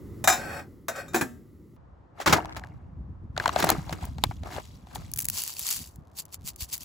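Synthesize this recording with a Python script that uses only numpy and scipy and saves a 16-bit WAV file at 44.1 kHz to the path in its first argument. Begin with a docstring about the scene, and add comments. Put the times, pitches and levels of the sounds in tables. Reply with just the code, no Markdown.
"""A steel lid clanks, slides and seats on a hollow-sounding pot over a gas burner's low roar.
Then a foil bag of coffee beans drops on a wooden table and is picked up: its walls pop and rustle,
its seal snaps and rips open, and the foil is rubbed in short strokes. Close up, outdoors, wind below.
Blows are noise bursts and decaying modes; sliding and ripping are dense random slips through resonances."""
import sys
import numpy as np
from scipy import signal
from scipy.fft import rfft, irfft, next_fast_len
from scipy.io import wavfile

SR = 44100
rng = np.random.default_rng(int(sys.argv[2]) if len(sys.argv) > 2 else 0)


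def digitize_waveform(pressure):
    """Quantize a signal to 16-bit integers and store it at the path in sys.argv[1].

    Rows of a 2-D input are taken as channels; values are limited to [-1, 1].
    """
    field = np.atleast_2d(pressure).T
    bounded = np.clip(field, -1, 1)
    quanta = np.round(bounded * 32767).astype(np.int16)
    wavfile.write(sys.argv[1], SR, quanta)


N = 301644
TIME_S = np.arange(N) / SR
AGE_S = np.arange(SR * 3 // 5) / SR  # time since a blow

# Levels are relative; each source adds its own gain.
# Lid on pot. Each row: start in seconds, level in dB, clash t60 in seconds, ring in dB, pot thud in dB.
LID_HITS = [(0.241, -10, 0.064, -5, -16), (0.275, -0.5, 0.077, -2.5, -23.5), (0.285, -7, 0.14, -6, -11.5),
            (0.3, -7.5, 0.029, 2.5, -10), (0.324, -13, 0.2, 3.5, -8.5), (0.883, -12.5, 0.092, -10.5, -10.5),
            (0.96, -29, 0.15, -2, -10), (1.082, -39.5, 0.032, 7.5, -18), (1.134, -27.5, 0.15, -5, -10),
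            (1.144, -11, 0.2, -22, 3.5), (1.161, -16.5, 0.06, -2, 1), (1.211, -10, 0.091, -26, 0),
            (1.223, -32, 0.38, -37.5, -12.5)]
# Lid dropping shut. Each row: start in seconds, level in dB, t60 in seconds.
LID_SEATS = [(1.145, -21.5, 0.14), (1.215, -34, 0.49)]
# Lid on the rim, one curve per slide. Each row: time in seconds, level in dB.
LID_SLIDES = [
    [(0.33, -37), (0.348, -35), (0.372, -34), (0.598, -33), (0.618, -43), (0.68, -67.5)],
    [(0.91, -38.5), (0.936, -41), (0.998, -30), (1.038, -44), (1.13, -55.5)],
]
# Sliding lid's resonances. Each row: frequency in Hz, width in Hz, level in dB.
SLIDE_MODES = [(1310, 77, -12.5), (1535, 53, 1), (1897, 28, -8), (2496, 34, -7.5), (3740, 23, -19),
               (4380, 100, -14), (5200, 20, -23.5)]
# Air in the pot, lower as the gap under the lid closes. Each row: time in seconds, pitch in Hz.
CAVITY_PITCH = [(0.28, 740), (0.6, 760), (0.88, 560), (0.98, 510), (1.08, 590), (1.145, 370), (1.21, 290),
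                (1.3, 235)]
# Bag landing and shifting. Each row: start in seconds, level in dB, t60 in seconds, board thud in dB.
LANDINGS = [(2.199, -23.5, 0.13, -16.5), (2.212, -19, 0.07, -26), (2.26, -2.5, 0.07, -21),
            (2.272, -0.5, 0.07, -15.5), (2.293, -10.5, 0.14, -3.5), (2.325, 3.5, 0.07, -14.5),
            (2.329, -15, 0.074, -11.5), (2.363, -18, 0.1, -8.5), (2.564, -17.5, 0.059, -31.5),
            (3.586, -14, 0.1, -21), (3.624, -2.5, 0.031, -17), (3.642, -7.5, 0.028, -13.5),
            (3.667, -15.5, 0.0748, -8), (3.69, -2.5, 0.038, -23), (3.714, -10, 0.053, -9.5),
            (3.925, -10, 0.028, -16.5)]
# Bag wall buckling. Each row: start in seconds, level in dB, final pitch in Hz, crack in dB.
WALL_POPS = [(2.201, -19.5, 638, -19), (2.455, -29, 950, -16), (2.637, -25.5, 1613, -22),
             (3.365, -18, 1392, -22), (3.377, -12.5, 654, -10.5), (3.399, -10, 1560, -20.5),
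             (3.44, -22.5, 714, -16), (3.458, -2.5, 907, -22), (3.478, -11, 638, -10.5),
             (3.492, -10, 1070, -19), (3.527, -31, 764, -6.5), (3.561, -4.5, 638, -20.5),
             (3.603, -14.5, 1440, -9.5), (3.641, -5, 648, -22), (3.69, -19, 1192, 0.5),
             (3.701, -4.5, 692, -14), (3.894, -20.5, 643, -14), (4.183, -26, 807, -13),
             (4.238, -5, 747, -7), (4.311, -20.5, 750, -31.5), (4.434, -27.5, 660, -13.5),
             (4.564, -24, 670, -12.5), (4.581, -16.5, 524, -44.5), (4.87, -36, 784, -16.5),
             (4.957, -21.5, 818, -11.5)]
# Bag slumping or gripped. Each row: peak time in seconds, creases in dB, hiss in dB, rise in seconds.
SQUEEZES = [(2.2, -47, -59, 0.024), (2.345, -26.5, -47, 0.027), (2.49, -49, -64.5, 0.11),
            (3.438, -41, -46.5, 0.04), (3.6, -32.5, -37, 0.059), (3.7, -38.5, -46.5, .04),
            (3.909, -45.5, -49.5, 0.039), (4.031, -48, -49, 0.033), (4.461, -43, -54, 0.017),
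            (4.538, -42.5, -43.5, 0.03), (4.583, -42, -58, 0.009), (4.95, -50, -57.5, 0.044)]
# Foil and seal snapping. Each row: start in seconds, level in dB.
SNAPS = [(3.601, -17), (3.645, -13), (3.69, -13), (3.7025, -4), (4.053, -25.5), (4.239, -12.5),
         (5.116, -26), (5.137, -14), (5.161, -20.5), (5.1746, -18), (5.1867, -14), (5.1898, -10),
         (5.2033, -16), (5.21, -19), (5.221, -20), (5.2538, -12), (5.2857, -9.5), (5.2999, -11.5),
         (5.437, -14.5), (5.594, -14.5), (5.959, -38), (6.254, -32), (6.561, -29), (6.746, -20.5),
         (6.779, -23.5)]
# Soft low thumps as the lid seats and the bag is handled.
# Each row: start in seconds, level in dB, pitch in Hz.
LOW_BUMPS = [(1.221, -23.5, 140.4), (3.782, -17.5, 155.4), (4.087, -21.5, 79), (4.166, -23.5, 83.4),
             (4.264, -18, 71.2), (4.292, -19, 110), (4.984, -27.5, 129.4), (5.983, -32, 130),
             (6.622, -23.5, 70.3)]
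# Wind puffs. Each row: centre in seconds, level in dB.
WIND_PUFFS = [(5.3, -43.5), (5.8, -45.5), (6.0, -49), (6.45, -44.5)]

# Swells of movement. Each row: centre in seconds, level in dB, half length in seconds.
SEAL_PULLS = [(5.385, -29.5, 0.047), (5.495, -35, 0.036), (5.705, -29, 0.089)]
FOIL_RUBS = [(4.957, -38, 0.007), (6.192, -34, 0.018), (6.341, -37.5, 0.012), (6.481, -33.5, 0.017),
             (6.622, -31, 0.019), (6.694, -46.5, 0.01), (6.741, -30, 0.018), (6.822, -40, 0.017)]
FINGER_BRUSHES = [(3.85, -57.5, 0.1), (4.28, -54, 0.088), (4.66, -56.5, 0.15), (5.04, -57, 0.12)]
BEAN_SETTLING, SEAL_STRAIN, STRAY_TICKS = (2.52, -44, 0.081), (5.24, -39.5, 0.055), (6.5, -68.5, 0.43)

# Level curves. Each row: time in seconds, level in dB.
FLAME_LEVEL = [(0.0, -38.5), (0.464, -36), (0.622, -40.5), (0.876, -47.5), (1.152, -41), (1.22, -44),
               (1.382, -45.5), (1.76, -48)]
BREEZE_LEVEL = [(1.77, -50), (2.201, -55), (2.45, -44), (3.6, -41), (4.28, -37.5), (4.398, -41.5),
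                (4.87, -51), (5.0, -40.5), (5.62, -58.5), (6.84, -54)]

# Free modes. Each row: frequency in Hz, level in dB, t60 in seconds before any added damping.
LID_MODES = [(756, -12, .25), (1250, -6, .2), (1938, -15, .25), (2388, -8, .27), (3708, -5, .2),
             (4043, -14, .26), (5220, -13, .33), (6091, -8, .23), (6135, -9, .2), (6950, -7, .27),
             (7266, -4, .21), (7402, -10, .17), (7830, -9, .15), (9812, -12, .16), (10890, -13, .16),
             (12160, -13, .1), (14850, -17, .16)]
POT_MODES = [(230.3, -14, 0.56), (344, -2, .1), (1615, -16.5, .22), (1744, -16, .26), (2470, -6, 0.088)]
PLANK_MODES = [(165, 1.5, 0.209), (313.1, -5, 0.58)]
BAG_MODES = [(1014, -10.5, 0.017), (2110, -9, 0.0057), (2890, -4, 0.011), (4580, 5, 0.011)]

# Noise spectra. Each row: frequency in Hz, spectral density in dB.
CLASH_SPECTRUM = [(250, -42), (450, -19), (650, 5), (1000, -6), (1650, -1.5), (2800, -17), (3900, -16.5),
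                  (4700, -17.5), (7200, -12), (9000, -14.5), (15500, -16.5), (17000, -26)]
GRIT_SPECTRUM = [(250, -34), (550, 0), (1700, -8), (2500, -12), (3500, -23), (7500, -17.5), (9500, -20.5),
                 (16000, -26)]
BEAN_SPECTRUM = [(180, -26.5), (330, -7.5), (480, -8), (900, -1), (1800, -5.5), (3000, -13), (7000, -16),
                 (10000, -21), (16000, -26)]
BOARD_SPECTRUM = [(30, -17), (75, 2.5), (170, 0), (260, 4.5), (400, 1.5), (600, -16.5), (1500, -51.5)]
CRACK_SPECTRUM = [(700, 1), (1750, -4.5), (2700, -2), (4100, 6.5), (5400, -4.5), (7200, -5), (10000, -13.5),
                  (16000, -17.5)]
CRUMPLE_SPECTRUM = [(88, -50.5), (150, -14), (353, -1.5), (504, -9), (729, 3.5), (1040, -1), (2300, -8),
                    (3500, -23), (4550, -49.5), (7700, -120)]
FOIL_SPECTRUM = [(900, -21), (2000, -3.5), (4000, 0.5), (7500, -1.5), (10000, -2), (15500, -6),
                 (16500, -31.5)]
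SNAP_SPECTRUM = [(600, -20.5), (1500, -8), (4000, -5.5), (7500, 5), (11000, 8), (16500, 5)]
RIP_SPECTRUM = [(400, -32.5), (900, -17), (1500, -17), (3000, -9.5), (5000, -3.5), (7500, 1), (12000, -0.5),
                (15500, -0.5), (16200, -49.5)]
FLAME_SPECTRUM = [(18, -43), (30, -18), (75, -4.5), (355, -11.5), (569, -27), (684, -36.5), (1280, -34.5),
                  (1630, -45), (2010, -37), (2350, -49), (6210, -50), (16000, -45)]
WIND_SPECTRUM = [(15, -38), (30, -21), (55, 2.5), (80, 0.5), (160, -6.5), (280, -15), (450, -36),
                 (900, -74)]
AIR_SPECTRUM = [(59, -40), (100, -8.5), (210, -29), (302, -13), (433, -15), (1060, -17), (2750, -41),
                (9210, -55.5), (11400, -72), (16000, -74.5)]

# Phase between the two microphone ports. Each row: frequency in Hz, phase in radians.
PORT_PHASE = [(0, 0), (7100, 0), (9100, -3.14), (11300, -6.28), (13300, -9.42), (15200, -12.57)]

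FLAME_END_S = 1.765


def lid_hits():
    """Each blow: a tick, a dense clash of thin steel, finger-damped lid modes, the pot's thud."""
    out = np.zeros(N)
    for start_s, db, t60_s, ring_db, thud_db in LID_HITS:
        tick = amp(-13) * burst(CLASH_SPECTRUM, 0.018)
        clash = amp(-11) * burst(CLASH_SPECTRUM, t60_s, line_share=0.018) * (1 - decay(0.006))
        modes = amp(ring_db - 17) * ring(LID_MODES, uneven_db=2) * decay(0.9)
        thud = amp(thud_db - 13.5) * ring(POT_MODES)
        add(out, start_s, amp(db) * (tick + clash + modes + thud))
    return out


def lid_slide():
    """Rim roughness drives the sliding lid's resonances and thin partials."""
    slips = grains(5000, spread_db=2.5)
    body = ring([(hz, db + 10 * np.log10(width_hz), np.log(1000) / np.pi / width_hz)
                 for hz, width_hz, db in SLIDE_MODES])
    partials = burst(GRIT_SPECTRUM, 0.1, line_share=0.02)
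    scrape = sum(unit_rms(signal.oaconvolve(slips, response)[:N]) for response in (body, partials))
    return amp(-8) * scrape * sum(level_curve(rows) for rows in LID_SLIDES)


def pot():
    """Blows and sliding stir the air under the lid into a hollow tone; seating pumps it."""
    steel = lid_hits() + lid_slide()
    steel_rms = np.sqrt(np.abs(signal.lfilter([1 / 500], [1, 1 / 500 - 1], steel ** 2)))
    cavity_hz = np.interp(TIME_S, *np.transpose(CAVITY_PITCH))
    stirred = resonate(rng.standard_normal(N), cavity_hz, width_hz=260)
    hollow = unit_rms(resonate(stirred, cavity_hz, width_hz=260))
    pumping = np.zeros(N)
    for start_s, db, t60_s in LID_SEATS:
        add(pumping, start_s, amp(db) * decay(t60_s) * (1 - decay(0.022)))
    return steel + amp(-8) * steel_rms * hollow + pumping * np.sin(2 * np.pi * np.cumsum(cavity_hz) / SR)


def bag_landings():
    """Beans arrive over a few milliseconds and clatter in the bag; the boards thud under them."""
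    out = np.zeros(N)
    for start_s, db, t60_s, thud_db in LANDINGS:
        clatter = amp(-10) * burst(BEAN_SPECTRUM, t60_s) * (1 - decay(0.02))
        thud = burst(BOARD_SPECTRUM, 0.15) + amp(-8) * ring(PLANK_MODES)
        add(out, start_s, amp(db) * (clatter + amp(thud_db - 9.5) * thud))
    return out


def bag_pops(sharp_share=0.62, relax_s=0.0009, rise_s=0.0022, t60_s=0.0099):
    """A fold flips with a crack, then the wall swings briefly, falling in pitch. Loose beans settle."""
    out = np.zeros(N)
    bend_s = sharp_share * relax_s * (1 - np.exp(-AGE_S / relax_s))
    envelope = (1 - np.exp(-(AGE_S / rise_s) ** 2)) * decay(t60_s)
    for start_s, db, hz, crack_db in WALL_POPS:
        swing = amp(-8.5) * np.sin(2 * np.pi * hz * (AGE_S + bend_s)) * envelope / envelope.max()
        crack = amp(crack_db + 1) * burst(CRACK_SPECTRUM, 0.013)
        crumple = amp(-18) * burst(CRUMPLE_SPECTRUM, 0.042)
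        add(out, start_s, amp(db) * (swing + crack + crumple))
    return out + strokes([BEAN_SETTLING]) * colour(grains(55, spread_db=2), BEAN_SPECTRUM)


def bag_rustle():
    """Fingers crumple the bag in dull pitched creases while its foil hisses."""
    crease_gain, hiss_gain = np.zeros(N), strokes(FINGER_BRUSHES)
    for peak_s, crease_db, hiss_db, rise_s in SQUEEZES:
        grip = swell(peak_s, rise_s, fall_ratio=1.8)
        crease_gain += amp(crease_db + 0.5) * grip
        hiss_gain += amp(hiss_db) * grip
    creases = unit_rms(colour(facets(330, 2800, per_s=200, t60_s=0.011, count=9), CRUMPLE_SPECTRUM))
    slips = amp(-5.5) * grains(14000, spread_db=5.5)
    ticks = amp(-9.5) * facets(2000, 8000, per_s=140, t60_s=0.0089, count=9)
    hiss = colour(slips + ticks, FOIL_SPECTRUM)
    return flutter(0.0051, depth_db=1.5) * (crease_gain * creases + hiss_gain * hiss)


def foil_snaps():
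    """Foil creases and the parting seal snap sharply, with fine crackle between."""
    out = strokes([SEAL_STRAIN]) * colour(grains(170, spread_db=1.5), SNAP_SPECTRUM)
    out += strokes([STRAY_TICKS]) * colour(grains(200, spread_db=2.5), FOIL_SPECTRUM)
    for start_s, db in SNAPS:
        snap = amp(-4) * burst(SNAP_SPECTRUM, 0.0093)
        tail = amp(-24) * burst(SNAP_SPECTRUM, 0.035)
        add(out, start_s, amp(db) * (snap + tail))
    return out


def rip_and_rub():
    """Dense tiny slips of the ripping seal and rubbed foil ring the bag's wall and facets."""
    speed = strokes(SEAL_PULLS) + strokes(FOIL_RUBS)
    slips = amp(-1) * colour(grains(6000, spread_db=4.5), RIP_SPECTRUM)
    ticks = amp(-7) * unit_rms(colour(facets(1010, 12000, per_s=220, t60_s=0.011, count=16), RIP_SPECTRUM))
    wall = amp(-12.5) * unit_rms(signal.oaconvolve(grains(2500, spread_db=4.5), ring(BAG_MODES))[:N])
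    return speed * unit_rms(flutter(0.002, depth_db=3)) * (slips + wall + ticks)


def facets(low_hz, high_hz, per_s, t60_s, count):
    """Facets of the crumpled wall, each ticking at its own pitch; rms 1."""
    out = np.zeros(N)
    for hz in np.geomspace(low_hz, high_hz, num=count):
        hits = rng.integers(0, N, int(per_s * N / SR))
        sizes = amp(2.5 * np.minimum(rng.exponential(1, len(hits)), 4))
        slips = np.zeros(N)
        slips[hits] = sizes * rng.standard_normal(len(hits))
        out += signal.oaconvolve(slips, ring([(hz, 0, t60_s)])[:2000])[:N]
    return unit_rms(out)


def burner():
    """Low turbulent flame roar with a faint gas hiss."""
    roar = amp(-4.5) * unit_rms(colour(rng.standard_normal(N), FLAME_SPECTRUM))
    return roar * amp(np.interp(TIME_S, *np.transpose(FLAME_LEVEL))) * (TIME_S < FLAME_END_S)


def wind_and_bumps(puff_half_s=0.04):
    """The breeze buffets the microphone; soft low thumps as the lid seats and the bag is handled."""
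    buffet = unit_rms(colour(rng.standard_normal(N) * flutter(0.018, depth_db=3.5), WIND_SPECTRUM))
    puffs = strokes([(centre_s, db, puff_half_s) for centre_s, db in WIND_PUFFS])
    out = amp(0.5) * buffet * (level_curve(BREEZE_LEVEL) + puffs)
    envelope = decay(0.039) * (1 - decay(0.018))
    for start_s, db, hz in LOW_BUMPS:
        add(out, start_s, amp(db + 3.5) * np.sin(2 * np.pi * hz * AGE_S) * envelope)
    return out


def outdoor_air():
    """Soft distant wash, from the end of the flame on."""
    return amp(-63) * unit_rms(colour(rng.standard_normal(N), AIR_SPECTRUM)) * (TIME_S >= FLAME_END_S)


def amp(db):
    """Decibels to gain."""
    return 10 ** (np.asarray(db) / 20)


def unit_rms(x):
    """Scale to rms 1."""
    return x / np.sqrt(np.mean(x ** 2) + 1e-20)


def add(mix, start_s, sound):
    """Mix a sound in at start_s."""
    part = mix[round(start_s * SR):][:len(sound)]
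    part += sound[:len(part)]


def level_curve(rows):
    """Gain along a level curve, silent outside it."""
    return amp(np.interp(TIME_S, *np.transpose(rows), left=-200, right=-200))


def decay(t60_s):
    """Exponential fall of 60 dB in t60_s."""
    return np.exp(-np.log(1000) * AGE_S / t60_s)


def swell(peak_s, rise_s, fall_ratio=1, shape=1.534):
    """A movement speeds up until peak_s, then slows; shape 1 is pointed, 2 round."""
    offset = (TIME_S - peak_s) / rise_s
    return np.exp(-np.minimum(np.maximum(-offset, offset / fall_ratio), 20) ** shape)


def strokes(rows):
    """Summed gain of symmetric swells."""
    return sum(amp(db) * swell(centre_s, half_s) for centre_s, db, half_s in rows)


def flutter(swell_s, depth_db):
    """Gain with random swells about swell_s long."""
    drift = signal.oaconvolve(rng.standard_normal(N), np.hanning(int(2 * swell_s * SR)), "same")
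    return amp(depth_db * unit_rms(drift))


def grains(per_s, spread_db):
    """Random slips of very unequal size; rms 1."""
    sizes = amp(spread_db * np.minimum(rng.exponential(1, N), 4))
    return unit_rms(sizes * rng.standard_normal(N) * (rng.random(N) < per_s / SR))


def burst(spectrum, t60_s, line_share=1):
    """Decaying contact noise, energy set by t60_s; a small line_share leaves separate partials."""
    envelope, bins = decay(t60_s), len(AGE_S) // 2 + 1
    partials = np.exp(2j * np.pi * rng.random(bins)) * (rng.random(bins) < line_share)
    noise = colour(envelope * irfft(partials, len(AGE_S)), spectrum)
    return noise * np.linalg.norm(envelope) / np.linalg.norm(noise)


def ring(modes, uneven_db=0):
    """Struck modes with random signs, levels scattered by uneven_db."""
    return sum(amp(db + uneven_db * rng.standard_normal()) * decay(t60_s)
               * np.sin(2 * np.pi * hz * AGE_S) * rng.choice([-1, 1]) for hz, db, t60_s in modes)


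def resonate(x, hz, width_hz):
    """Resonance following the curve hz."""
    carrier = np.exp(2j * np.pi * np.cumsum(hz) / SR)
    pole = np.exp(-np.pi * width_hz / SR)
    return 2 * (carrier * signal.lfilter([1 - pole], [1, -pole], x / carrier + 1e-18)).real


def colour(x, spectrum, size=4096):
    """Minimum-phase filter of unit energy with the given spectrum."""
    hz, db = np.transpose(spectrum)
    gain = amp(np.interp(np.log(np.fft.rfftfreq(size, 1 / SR) + 1), np.log(hz + 1), db))
    cepstrum = irfft(np.log(gain + 1e-6))
    cepstrum[1:size // 2] *= 2
    cepstrum[size // 2 + 1:] = 0
    taps = irfft(np.exp(rfft(cepstrum)))
    return signal.oaconvolve(x, taps / np.linalg.norm(taps))[:len(x)]


def place(source, pan_db, side_db, edge_hz=6500):
    """Stereo: direct sound plus a duller diffuse draw of the source, opposite in the two channels."""
    direct = source()
    size = next_fast_len(N)
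    quadrature_lowpass = 1j / (1 + (np.fft.rfftfreq(size, 1 / SR) / edge_hz) ** 4)
    diffuse = amp(side_db) * irfft(rfft(source(), size) * quadrature_lowpass, size)[:N]
    return np.array([(direct + diffuse) * amp(pan_db / 2), (direct - diffuse) * amp(-pan_db / 2)])


def scene():
    """The stove first, then the bag on the table."""
    return (place(pot, pan_db=1.5, side_db=-6.5)
            + place(burner, pan_db=0, side_db=-11)
            + place(bag_landings, pan_db=0.5, side_db=-5.5)
            + place(bag_pops, pan_db=3.5, side_db=-6)
            + place(bag_rustle, pan_db=2, side_db=-4)
            + place(foil_snaps, pan_db=1.45, side_db=-3)
            + place(rip_and_rub, pan_db=1.5, side_db=-3)
            + place(wind_and_bumps, pan_db=0, side_db=-10.5)
            + place(outdoor_air, pan_db=1.5, side_db=-1.5))


def record(dry, low_cut_hz=36, high_cut_hz=16400):
    """Two microphone ports diverge in phase in the treble; then low cut and band limit."""
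    hz = np.fft.rfftfreq(2 * N, 1 / SR)
    half_shift = np.exp(0.5j * np.interp(hz, *np.transpose(PORT_PHASE)))
    ports = irfft(rfft(dry, 2 * N) * np.array([half_shift, half_shift.conj()]))[:, :N]
    ports = signal.sosfilt(signal.butter(2, low_cut_hz, "high", fs=SR, output="sos"), ports)
    lowpass = signal.firwin(255, high_cut_hz, window=("kaiser", 9), fs=SR)
    return signal.oaconvolve(ports, lowpass[None], "same")


dry = scene()
out = record(dry)
digitize_waveform(out)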